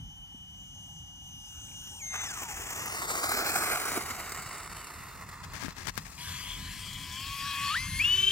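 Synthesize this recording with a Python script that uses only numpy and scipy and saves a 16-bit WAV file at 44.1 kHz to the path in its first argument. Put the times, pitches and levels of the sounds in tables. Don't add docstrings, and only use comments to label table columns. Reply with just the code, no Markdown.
import sys
import numpy as np
from scipy import signal
from scipy.fft import rfft, irfft, next_fast_len
from scipy.io import wavfile
from scipy.ndimage import uniform_filter1d, map_coordinates

SR = 44100
rng = np.random.default_rng(int(sys.argv[2]) if len(sys.argv) > 2 else 0)


def pcm_store(signal):
    levels = np.round(np.clip(np.atleast_2d(signal), -1, 1) * 32767)
    wavfile.write(sys.argv[1], SR, levels.astype(np.int16).T)


def nominal_scale(level):
    x = np.asarray(level, float) / 20
    return 10 ** x


N = 366468

# (time [s], nearness [dB])
AIR_IN = [(0, -64.5), (.2, -67.5), (.49, -65), (.81, -60), (1.02, -60.5), (1.15, -63), (1.32, -57.5),
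          (1.72, -51), (2.08, -49.5), (2.3, -51), (2.55, -81)]
# (time [s], air [dB], load on the blades [dB])
AIR_OUT = [(6.18, -49, -59), (6.21, -43, -55), (6.3, -41.5, -58.5), (6.95, -48, -63), (7.15, -45.5, -52.5),
           (7.45, -40, -39), (7.7, -39.5, -33.5), (7.9, -44.5, -48.5), (8.05, -41, -32), (8.31, -43, -28)]
# (frequency [Hz], level [dB per Hz])
DUCT_IN = [(480, -16), (820, -0.5), (1150, -26.5), (1500, -12), (2400, -26), (3200, -4), (4200, -27),
           (4800, -17), (5300, -15.5), (6330, 0.5), (7300, -13), (9100, -13), (10400, -33), (11800, -9.5),
           (16000, -27)]
DUCT_OUT = [(350, -39), (750, -63), (1000, -2.5), (1370, -15), (1650, -3), (1900, -2.5), (2300, 1),
            (2850, -9), (3290, 7.5), (3900, -7), (4750, -3), (5600, -9), (8400, -12.5), (11000, -12.5),
            (16000, -18)]
# (time [s], spacing [Hz], strength [ratio])
GROUND_ECHO = [(0, 880, 0.29), (.75, 1060, 0.2), (1.6, 1326, 0.78), (2, 1420, 0.85), (2.1, 1440, 0.37)]

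# (time [s], blade tone aimed at [Hz], lag of the rotor [s], drift [Hz per s])
THROTTLE_IN = [
    (0, 2984, 0.24, -38.5),
    (1.87, 2956, 0.023, -350),
    (1.994, 2143, 0.012, -400),
    (2.248, 450, .18, 0),
]
THROTTLE_OUT = [
    (6.18, 989.6, 0.19, 25.5),
    (7.12, 1103, 0.079, 44),
    (7.7, 1415, 0.05, 5),
    (7.746, 2094, 0.018, 209.5),
    (7.993, 2947, 0.043, 590),
]
# (multiple [-], level [dB], share of level swing [ratio], gain while speed changes [dB])
TONES_IN = [(1, -50.5, 0.016, -6), (2, -69, 0.91, -28.5), (3, -60, 1.7, -4), (5, -67, 0.87, 0)]
TONES_OUT = [(1, -45, 0.82, 9.7), (2, -58.5, 0.3, 13), (3, -57.5, 0.18, 6), (5, -58.5, 0.19, 1)]
# (frequency [Hz], gain [dB])
NOZZLE_IN = [(800, 3.5), (1700, 6.5), (3000, 2.5), (4300, -6), (6200, 6.5), (8800, -15), (10500, 6),
             (14000, -23)]
NOZZLE_OUT = [(1000, -1.5), (2100, 1.5), (3100, 6), (3500, 7), (4300, 8), (4900, -12), (5600, 3),
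              (6400, 7.5), (8500, -17), (10700, 14.5), (12000, -10), (14000, -20)]
# (turns of the shaft [-], level [dB])
SHAFT_IN = [(9, -2.5), (10, -15), (14, -2), (15, -0.5), (17, 6), (23, -21), (25, -9), (32, -18), (33, -12),
            (34, -14)]
SHAFT_OUT = [(1, 16), (3, -3), (4, 7), (6, 5), (7, 2), (9, 2), (10, 7), (12, 0), (13, 1), (15, -3),
             (17, -5), (18, 5), (19, -4), (20, -1), (23, -5), (25, -4), (26, -5), (32, -8), (33, -2),
             (35, -2), (39, -7), (48, -2), (49, -7), (56, -1), (58, -5)]
# (frequency [Hz], gain [dB])
COWL_IN = [(2700, -30.5), (3200, -3.5), (3600, 13), (4000, -32), (4900, -19), (5400, -4.5)]
COWL_OUT = [(290, -45), (380, -22), (700, -30), (1100, 0), (1500, -16), (1900, -14), (2300, 1), (3400, 4),
            (3900, -9), (4750, -5), (5400, -12), (7000, -10), (15000, -5)]
# (time [s], lead on the first [blade passes], strength against it [ratio])
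TWIN_IN = [(0, 0, .12), (2.55, 42, .12)]
TWIN_OUT = [(6.18, -12, .15), (7.96, -1, .15), (7.99, -.4, .6), (8.035, .5, .7), (8.05, 1, .6),
            (8.068, 1.35, .5), (8.135, 1, .7), (8.17, .5, .8), (8.22, -.5, .8), (8.26, -1.5, .85),
            (8.31, -2.75, .7)]

# (time [s], level [dB])
GUSTS = [(0.0, -47.5), (0.25, -55), (3.61, -52), (4.67, -54), (4.7, -46), (4.86, -54.5), (5.58, -49),
         (5.69, -49), (5.74, -52), (5.99, -45), (6.02, -50), (6.27, -47), (6.39, -52), (6.55, -45),
         (7.75, -50), (7.87, -42), (8.24, -46.5), (8.31, -45)]
# (level over the gust [dB], growth with it [ratio], own swells [dB])
GUST_LAYERS = [
    (-5, 1, 1.5),
    (-1, 0.86, 0.8),
]
# (frequency [Hz], level [dB per Hz])
BUFFET = [(11, -38), (18, -34), (43, 4.5), (76, -10.5), (90, -0.5), (120, -42), (200, -120)]
RUMBLE = [(41, -70), (70, 3), (194, -4), (220, -13.5), (280, -11), (420, -49.5), (550, -70), (920, -120)]
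# (frequency [Hz], level [dB per Hz])
FIELD = [(200, -1.5), (500, -17), (800, -3), (2000, -16), (3300, -11), (4300, -21), (6000, -19),
         (16000, -22)]

# (time [s], level [dB])
TRILL = [
    (1.68, -61),
    (1.71, -55),
    (1.735, -59),
]
# (time [s], peak [dB])
STONES = [(2.1533, -24), (2.419, -38), (2.432, -16), (2.7588, -24), (2.7037, -16), (2.8563, -12),
          (3.08, -17), (3.199, -16), (3.2908, -8), (3.317, -5.5), (3.344, -13), (3.3717, -8), (3.4308, -23),
          (3.817, -19), (3.455, -11), (3.559, -4), (3.6309, -12), (3.755, -13), (3.885, -16), (3.915, -12),
          (4.0489, -38), (4.002, -23), (4.106, -20), (4.2514, -29), (4.461, -24), (4.4874, -35),
          (4.58, -21), (4.293, -18), (4.3188, -13.5), (4.3458, -19), (4.4213, -19.5), (4.5282, -22),
          (4.6308, -23), (4.843, -20.5), (4.803, -26), (4.869, -23), (4.937, -26), (5.0372, -30),
          (5.0845, -41), (5.149, -32), (5.2207, -39), (5.2887, -23), (1.871, -30), (7.2, -27), (7.3, -32),
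          (7.42, -33), (7.768, -24), (7.97, -28)]
# (time [s], nearness [dB], tail turned to the ports [-1..1])
ROLL = [(2.08, -61.5, 1), (2.14, -40.5, -0.37), (2.3, -45, 0.39), (2.55, -44.5, 0.15), (3.03, -37, -0.17),
        (3.29, -32.5, 0.0055), (3.46, -33, 0.55), (3.72, -32.5, -0.015), (3.95, -37.5, 0.23),
        (4.27, -41.5, -0.15), (4.7, -45.5, -0.22), (5.4, -47.5, -0.51), (5.6, -50.5, -0.17),
        (6.15, -54, 0.11), (7, -55.5, 0.28), (7.4, -59, 0.48), (7.8, -62, 0.38), (8.31, -56.5, -0.43)]
# (frequency [Hz], level [dB per Hz])
AIRFRAME = [(120, -12.5), (250, -6.5), (430, -7), (550, -13.5), (750, -0.5), (1320, -5.5), (2170, -10.5),
            (3370, -9), (5000, -7), (7400, -1), (9300, -8), (11300, -11.5), (13600, -7.5), (16000, -8.5)]
RATTLE_EDGES = [200, 600, 2600, 9000, 17000]
# (level at middle distance [dB], growth with nearness [ratio], gain per turn of the tail [dB])
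RATTLE = [
    (-55.5, 1.07, 7),
    (-44, 1.136, -2),
    (-42.5, 0.82, 8),
    (-47, 1.18, 11),
]
HIDDEN_DB = [4.5, 0, -0.5, 12]
# (time [s], extra level [dB])
JOLTS = [
    (2.37, 6),
    (2.421, 19),
    (2.6, 13),
    (3.32, -2),
    (3.977, 21.5),
]
# (time [s], comb spacing
# [Hz], strength [ratio])
FUSELAGE_ECHO = [(2, 650, 0.25), (2.6, 756, -0.17), (3.099, 827, -0.53), (3.5, 966, -0.51), (4, 854, -0.44),
                 (4.5, 834, -0.5), (5.5, 764, -0.56), (8.31, 760, -0.39)]
UPPER_COMB = [(2, 4300, -1.25), (2.5, 4300, -1.2), (2.85, 4200, -.9), (3.05, 3000, -.7), (3.5, 3300, -.6),
              (4, 3400, -.6), (4.3, 3350, -.8), (5.4, 3200, -0.7), (8.31, 3560, 0)]

# (time [s], pitch [Hz], level [dB])
CHIRP = [
    (4.77, 3140, -63),
    (4.86, 2800, -60),
    (4.874, 2690, -59),
    (4.92, 2780, -68),
]
# (time [s], peak [dB], length [s], low push [dB])
SCUFFS = [(5.43, -37.5, 0.01, -20), (5.529, -36.5, 0.042, -13), (5.588, -34.5, 0.037, -19),
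          (5.627, -34.5, 0.031, 0.5), (5.681, -39, 0.017, -11), (5.758, -39, 0.064, -8.5),
          (5.841, -36, 0.013, -6), (5.865, -28, 0.021, -6.5), (5.963, -34.5, 0.018, -39),
          (6.045, -45.5, 0.033, -29), (6.108, -47.5, 0.026, -35)]
# (time [s], peak [dB], low push [dB])
TICKS = [
    (5.536, -25, -20),
    (5.627, -22, -16),
    (5.683, -21.5, -7.5),
    (5.9774, -14.5, -14.5),
    (6.096, -40, -22),
]
# (frequency [Hz], level [dB per Hz])
FINGER = [(88, -4), (150, -15), (534, -10.5), (1190, -8), (1450, -11.5), (1630, -4.5), (3040, -13),
          (6140, -13), (14500, -28.5), (16000, -28)]

# (time [s], left lag [samples],
# left-right in bass [dB], middle [dB], treble [dB], unlike share [ratio])
BEARING = [(0, -6, 2, 0, 4, .35), (1.7, -5.6, 1, -1, 5, .2), (2.1, -5.8, 1.5, 0, 3.5, .15),
           (2.68, -6, 0, 0, 3, .2), (2.83, -7, 0, 0, 3, .25), (2.97, -9, 0, 0, 3, .25),
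           (3.12, -9.6, 1, 0, 2, .22), (3.42, -6.3, -2, 1, 1.5, .25), (3.72, -4.6, -3, 1, 1, .25),
           (4.2, -2, -3, 2, 0, .22), (4.7, .5, -2.5, 2, -1, .22), (5.4, 2.8, -2, 2, -1, .28),
           (6.17, 3, 0, 6, 8, .2), (6.55, 2.2, 1, 7, 8.5, .22), (6.9, 0, 2, 6, 10, .22),
           (7.5, -1, 2, 6, 9.5, .17), (8.31, -1.8, 2.5, 6, 7, .17)]
# (time [s], share [ratio])
ROUND_HOUSING = [(3.3, 0), (3.55, 1), (5.4, 1), (6.1, 0)]


def unit(x):
    return x / np.sqrt(np.mean(x ** 2) + 1e-20)


def along(points, hz):
    f, v = np.transpose(points)
    return np.interp(np.log(hz + 1), np.log(f + 1), v)


def curves(rows):
    s, *cols = np.transpose(rows)
    return [np.interp(np.arange(N) / SR, s, c) for c in cols]


def gate(rows, edge=0.0092):
    start, end = rows[0][0], rows[-1][0]
    return np.interp(np.arange(N) / SR, [start - edge, start, end, end + edge], [0, 1, 1, 0])


def wobble(rate):
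    knots = rng.standard_normal(int(N * rate / SR) + 4)
    at = np.arange(0, N + 16, 16)
    return np.interp(np.arange(N), at, map_coordinates(knots, [at * rate / SR]))


def filtered(x, response):
    m = next_fast_len(N + 8192)
    return irfft(rfft(x, m) * response(np.fft.rfftfreq(m, 1 / SR)), m)[..., :N]


def coloured(x, spectrum, lo_hz=0, hi_hz=1e5):
    def response(hz):
        low_edge = hz ** 8 / (hz ** 8 + lo_hz ** 8 + 1)
        high_edge = hi_hz ** 8 / (hz ** 8 + hi_hz ** 8)
        return nominal_scale(along(spectrum, hz)) * np.sqrt(low_edge * high_edge)
    return unit(filtered(x, response))


def patchy(depth_db):
    z = signal.stft(rng.standard_normal((3, N)), nperseg=512)[2]
    field = uniform_filter1d(rng.standard_normal(z.shape[1:]), size=5, axis=0)
    field = uniform_filter1d(field, size=16, axis=1)
    return signal.istft(z * nominal_scale(depth_db * unit(field)), nperseg=512)[1][:, :N]


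def echoed(x, rows, size, wide=0):
    spacing, strength = curves(rows)
    dull = uniform_filter1d(x, size=size)
    if wide:
        dull = dull - uniform_filter1d(x, size=wide)
    arrival = np.arange(N) - SR / spacing
    return x + strength * np.array([np.interp(arrival, np.arange(N), v) for v in dull])


def duct_air():
    noise = patchy(depth_db=4.0) * nominal_scale(0.53 * wobble(25) + 0.66 * wobble(13))
    air = 0
    for rows, duct, trim_db in ((AIR_IN, DUCT_IN, 1.5), (AIR_OUT, DUCT_OUT, 2.5)):
        air = air + gate(rows) * nominal_scale(curves(rows)[0] + trim_db) * coloured(noise, duct)
    touchdown_s = 2.1
    air = air * (1 - gate([(touchdown_s,), (AIR_IN[-1][0] + 1,)], edge=0.028))
    return echoed(air, GROUND_ECHO, size=1)


def rotor(throttle, start_hz, half_per_s):
    t = np.arange(N) / SR
    hz = np.full(N, float(start_hz))
    for s, aim, lag, drift in throttle:
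        u = np.clip(t - s, 0, None)
        closing = (np.interp(s, t, hz) - aim) * np.exp(-u / lag)
        hz = np.where(t < s, hz, aim + drift * u + closing)
    ramp_s = 0.012
    hz = np.clip(uniform_filter1d(hz, size=int(ramp_s * SR) + 1), 100, None)
    change = abs(np.gradient(np.log(hz))) * SR
    return hz, change ** 2 / (change ** 2 + half_per_s ** 2)


def whine(rows, speed, tones, orders, nozzle, shaft, cowl, twin):
    blades, smear = 8, .35
    span = slice(round(rows[0][0] * SR), round(rows[-1][0] * SR))
    hz, surge, swing = [c[span] for c in (*speed, curves(rows)[-1])]

    def level(db, share, surge_db):
        return db + share * (swing - swing.mean()) + surge_db * surge

    haze = 1 + .15 * (1 + surge) * wobble(1200)[span] * hz / hz.max() * (swing > swing.mean())
    unsteady_hz = hz + 7 * wobble(50)[span] + 5 * wobble(14)[span]
    turn = 2 * np.pi * np.cumsum(unsteady_hz / blades) / SR
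    ahead, second = [c[span] for c in curves(twin)]
    flutter_db = [wobble(30)[span] for _ in range(3)]
    fade_db = [2 * wobble(3)[span] for _ in range(3)]
    blur = .3 * wobble(220)[span]
    out = np.zeros(N)
    for k, *rule in tones:
        db = level(*rule) + along(nozzle, k * hz) + 1.0 + np.sqrt(k) * flutter_db[k % 3]
        smeared = (k - .6) * blur
        first_rotor = np.sin(k * blades * turn + smeared)
        second_rotor = second * np.sin(k * (blades * turn + 2 * np.pi * ahead) + smeared)
        out[span] += nominal_scale(db) * haze * (first_rotor + second_rotor) / np.sqrt(1 + second ** 2)
    shaft_db = level(*orders)
    for order, db in shaft:
        pitch = order * hz / blades
        wake_db = 9 * (order <= 13) * np.log2(hz / hz.max())
        moving_db = 1.4 * flutter_db[order % 3] + fade_db[order % 3]
        order_db = shaft_db + db + wake_db + moving_db + along(cowl, pitch)
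        phase = order * turn + np.sqrt(order) * smear * blur + rng.uniform(0, 2 * np.pi)
        out[span] += nominal_scale(order_db) * (pitch < 15800) * np.sin(phase)
    return out * gate(rows)


def landing_whine():
    speed = rotor(THROTTLE_IN, start_hz=3000, half_per_s=9)
    orders = (-59, .8, -20)
    return whine(AIR_IN, speed, TONES_IN, orders, NOZZLE_IN, SHAFT_IN, COWL_IN, TWIN_IN)


def wind():
    gust_db, = curves(GUSTS)
    out = 0
    for (db, grows, swell_db), spectrum in zip(GUST_LAYERS, (BUFFET, RUMBLE)):
        both, *own = coloured(rng.standard_normal((3, N)), spectrum)
        level_db = gust_db.mean() + db + grows * (gust_db - gust_db.mean())
        level_db = level_db + swell_db * wobble(2.5) + 1.84 * wobble(13)
        out = out + nominal_scale(level_db) * (both + .3 * np.array(own))
    return out + nominal_scale(-65.5) * coloured(rng.standard_normal((2, N)), FIELD, 250)


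def knock():
    start_s, t60_s = .346, 0.046
    t = np.clip(np.arange(N) / SR - start_s, 0, None)
    return nominal_scale(-42 - 60 * t / t60_s) * np.sin(2 * np.pi * 236 * t)


def trill():
    note_s, start_hz, fall_hz = 0.014, 2800, 802
    u = np.linspace(0, 1, int(note_s * SR))
    note = np.sin(np.pi * u) * np.sin(2 * np.pi * np.cumsum(start_hz - fall_hz * u) / SR)
    out = np.zeros(N)
    for s, db in TRILL:
        out[round(s * SR):][:len(u)] += nominal_scale(db) * note
    return out


def stones():
    out, t = np.zeros(N), np.arange(1200) / SR
    for s, db in STONES:
        decay = nominal_scale(db - 14.0 - 60 * t / 0.045)
        out[round(s * SR):][:len(t)] += decay * np.minimum(t / 0.0016, 1) * rng.standard_normal(len(t))
    return coloured(out, AIRFRAME) * np.std(out)


def wheels():
    grain_db = 9.2 * rng.exponential(size=N).clip(0, 2)
    grains = (rng.random(N) < 700 / SR) * rng.standard_normal(N) * nominal_scale(grain_db)
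    chatter = nominal_scale(1.37 * wobble(45) + 1.76 * wobble(160) + 0.19 * wobble(15))
    shake = unit(chatter * (patchy(depth_db=.8) + .2 * unit(grains)))
    near_db, tail = curves(ROLL)
    t = np.arange(N) / SR
    level_s, uncover_s, jolt_s, middle_db = 2.52, 0.61, 0.013, -42
    screened = np.clip((level_s - t) / uncover_s, 0, 1)
    jolt_db = sum(db * np.exp(-((t - s) / jolt_s) ** 2) for s, db in JOLTS)
    jolt_share = [0.74, 0.17, 0.051, 0.28]
    rolling = 0
    bands = zip(RATTLE, jolt_share, HIDDEN_DB, RATTLE_EDGES, RATTLE_EDGES[1:])
    for (db, grows, tail_db), share, hidden_db, lo, hi in bands:
        band_db = db + grows * (near_db - middle_db) + tail_db * tail
        band_db = band_db + share * jolt_db - hidden_db * screened
        rolling = rolling + nominal_scale(band_db) * coloured(shake, AIRFRAME, lo, hi)
    rattle = echoed(gate(ROLL, edge=0.038) * rolling + stones(), FUSELAGE_ECHO, size=5)
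    return nominal_scale(-2.5) * echoed(rattle, UPPER_COMB, size=5, wide=25)


def chirp():
    hz, db = curves(CHIRP)
    tone = gate(CHIRP) * nominal_scale(db + 3.5) * np.sin(2 * np.pi * np.cumsum(hz) / SR)
    return tone * nominal_scale([[-4], [3]])


def finger():
    rasp, push, ticks, t = np.zeros(N), np.zeros(N), np.zeros(N), np.arange(N) / SR
    for s, db, length, push_db in SCUFFS:
        corners = [s, s + 0.0084, s + 0.0021 + length, s + 0.025 + length]
        shape = np.interp(t, corners, [0.0022, 0.71, 0.75, 0.0058])
        rasp += nominal_scale(db) * shape
        push += nominal_scale(db + push_db) * shape
    u = np.arange(600) / SR
    for s, db, push_db in TICKS:
        snap = -np.sin(2 * np.pi * 1500 * u) * nominal_scale(-60 * u / 0.0027)
        snap = snap + 0.41 * rng.standard_normal(len(u)) * nominal_scale(-60 * u / 0.0011)
        thump = nominal_scale(push_db) * np.sin(2 * np.pi * 170 * u) * nominal_scale(-60 * u / 0.034)
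        ticks[round(s * SR):][:len(u)] += nominal_scale(db + 4.5) * (snap + thump)
    noise = rng.standard_normal((2, N)) * nominal_scale(2.6 * wobble(250))
    left = rasp * coloured(noise[0], FINGER, 660) + push * coloured(noise[1], FINGER, 110, 287) + ticks
    return np.array([left, nominal_scale(-57) * np.roll(left, -9)])


def taxi_whine():
    speed = rotor(THROTTLE_OUT, start_hz=963.4, half_per_s=3)
    orders = (-54, .45, 0)
    return whine(AIR_OUT, speed, TONES_OUT, orders, NOZZLE_OUT, SHAFT_OUT, COWL_OUT, TWIN_OUT)


def at_ports(noise, tones):
    lag, *balance_db, unlike = curves(BEARING)
    bent, = curves(ROUND_HOUSING)
    parts = np.vstack([noise, tones])
    low, under = [filtered(parts, lambda hz: 1 / (1 + (hz / edge) ** 6)) for edge in (2600, 5400)]
    treble = parts - under
    out = []
    for own, side, detour in ((1, 0.89, -2), (2, -1.157, 3)):
        high = (1 - bent) * treble + bent * np.roll(treble, detour, axis=1)
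        common, alone = 0, 0
        for band, grows, db in zip((low, under - low, high), (.5, .45, 1.3), balance_db):
            gain = nominal_scale(side * db / 2)
            common = common + gain * (np.sqrt(1 - grows * unlike) * band[0] + band[-1])
            alone = alone + gain * np.sqrt(grows * unlike) * band[own]
        arrival = np.arange(N) - side * lag / 2
        out.append(map_coordinates(common, [arrival], mode="nearest") + alone)
    return np.array(out)


def scene():
    jet = at_ports(duct_air() + wheels(), landing_whine() + taxi_whine())
    return jet + wind() + knock() + trill() + chirp() + finger()


def band_limit(x):
    return signal.sosfilt(signal.butter(12, 16180, fs=SR, output="sos"), x)


def record(dry):
    mix = filtered(dry, lambda hz: hz < 15830)
    return band_limit(mix)


dry = scene()
out = record(dry)
pcm_store(out)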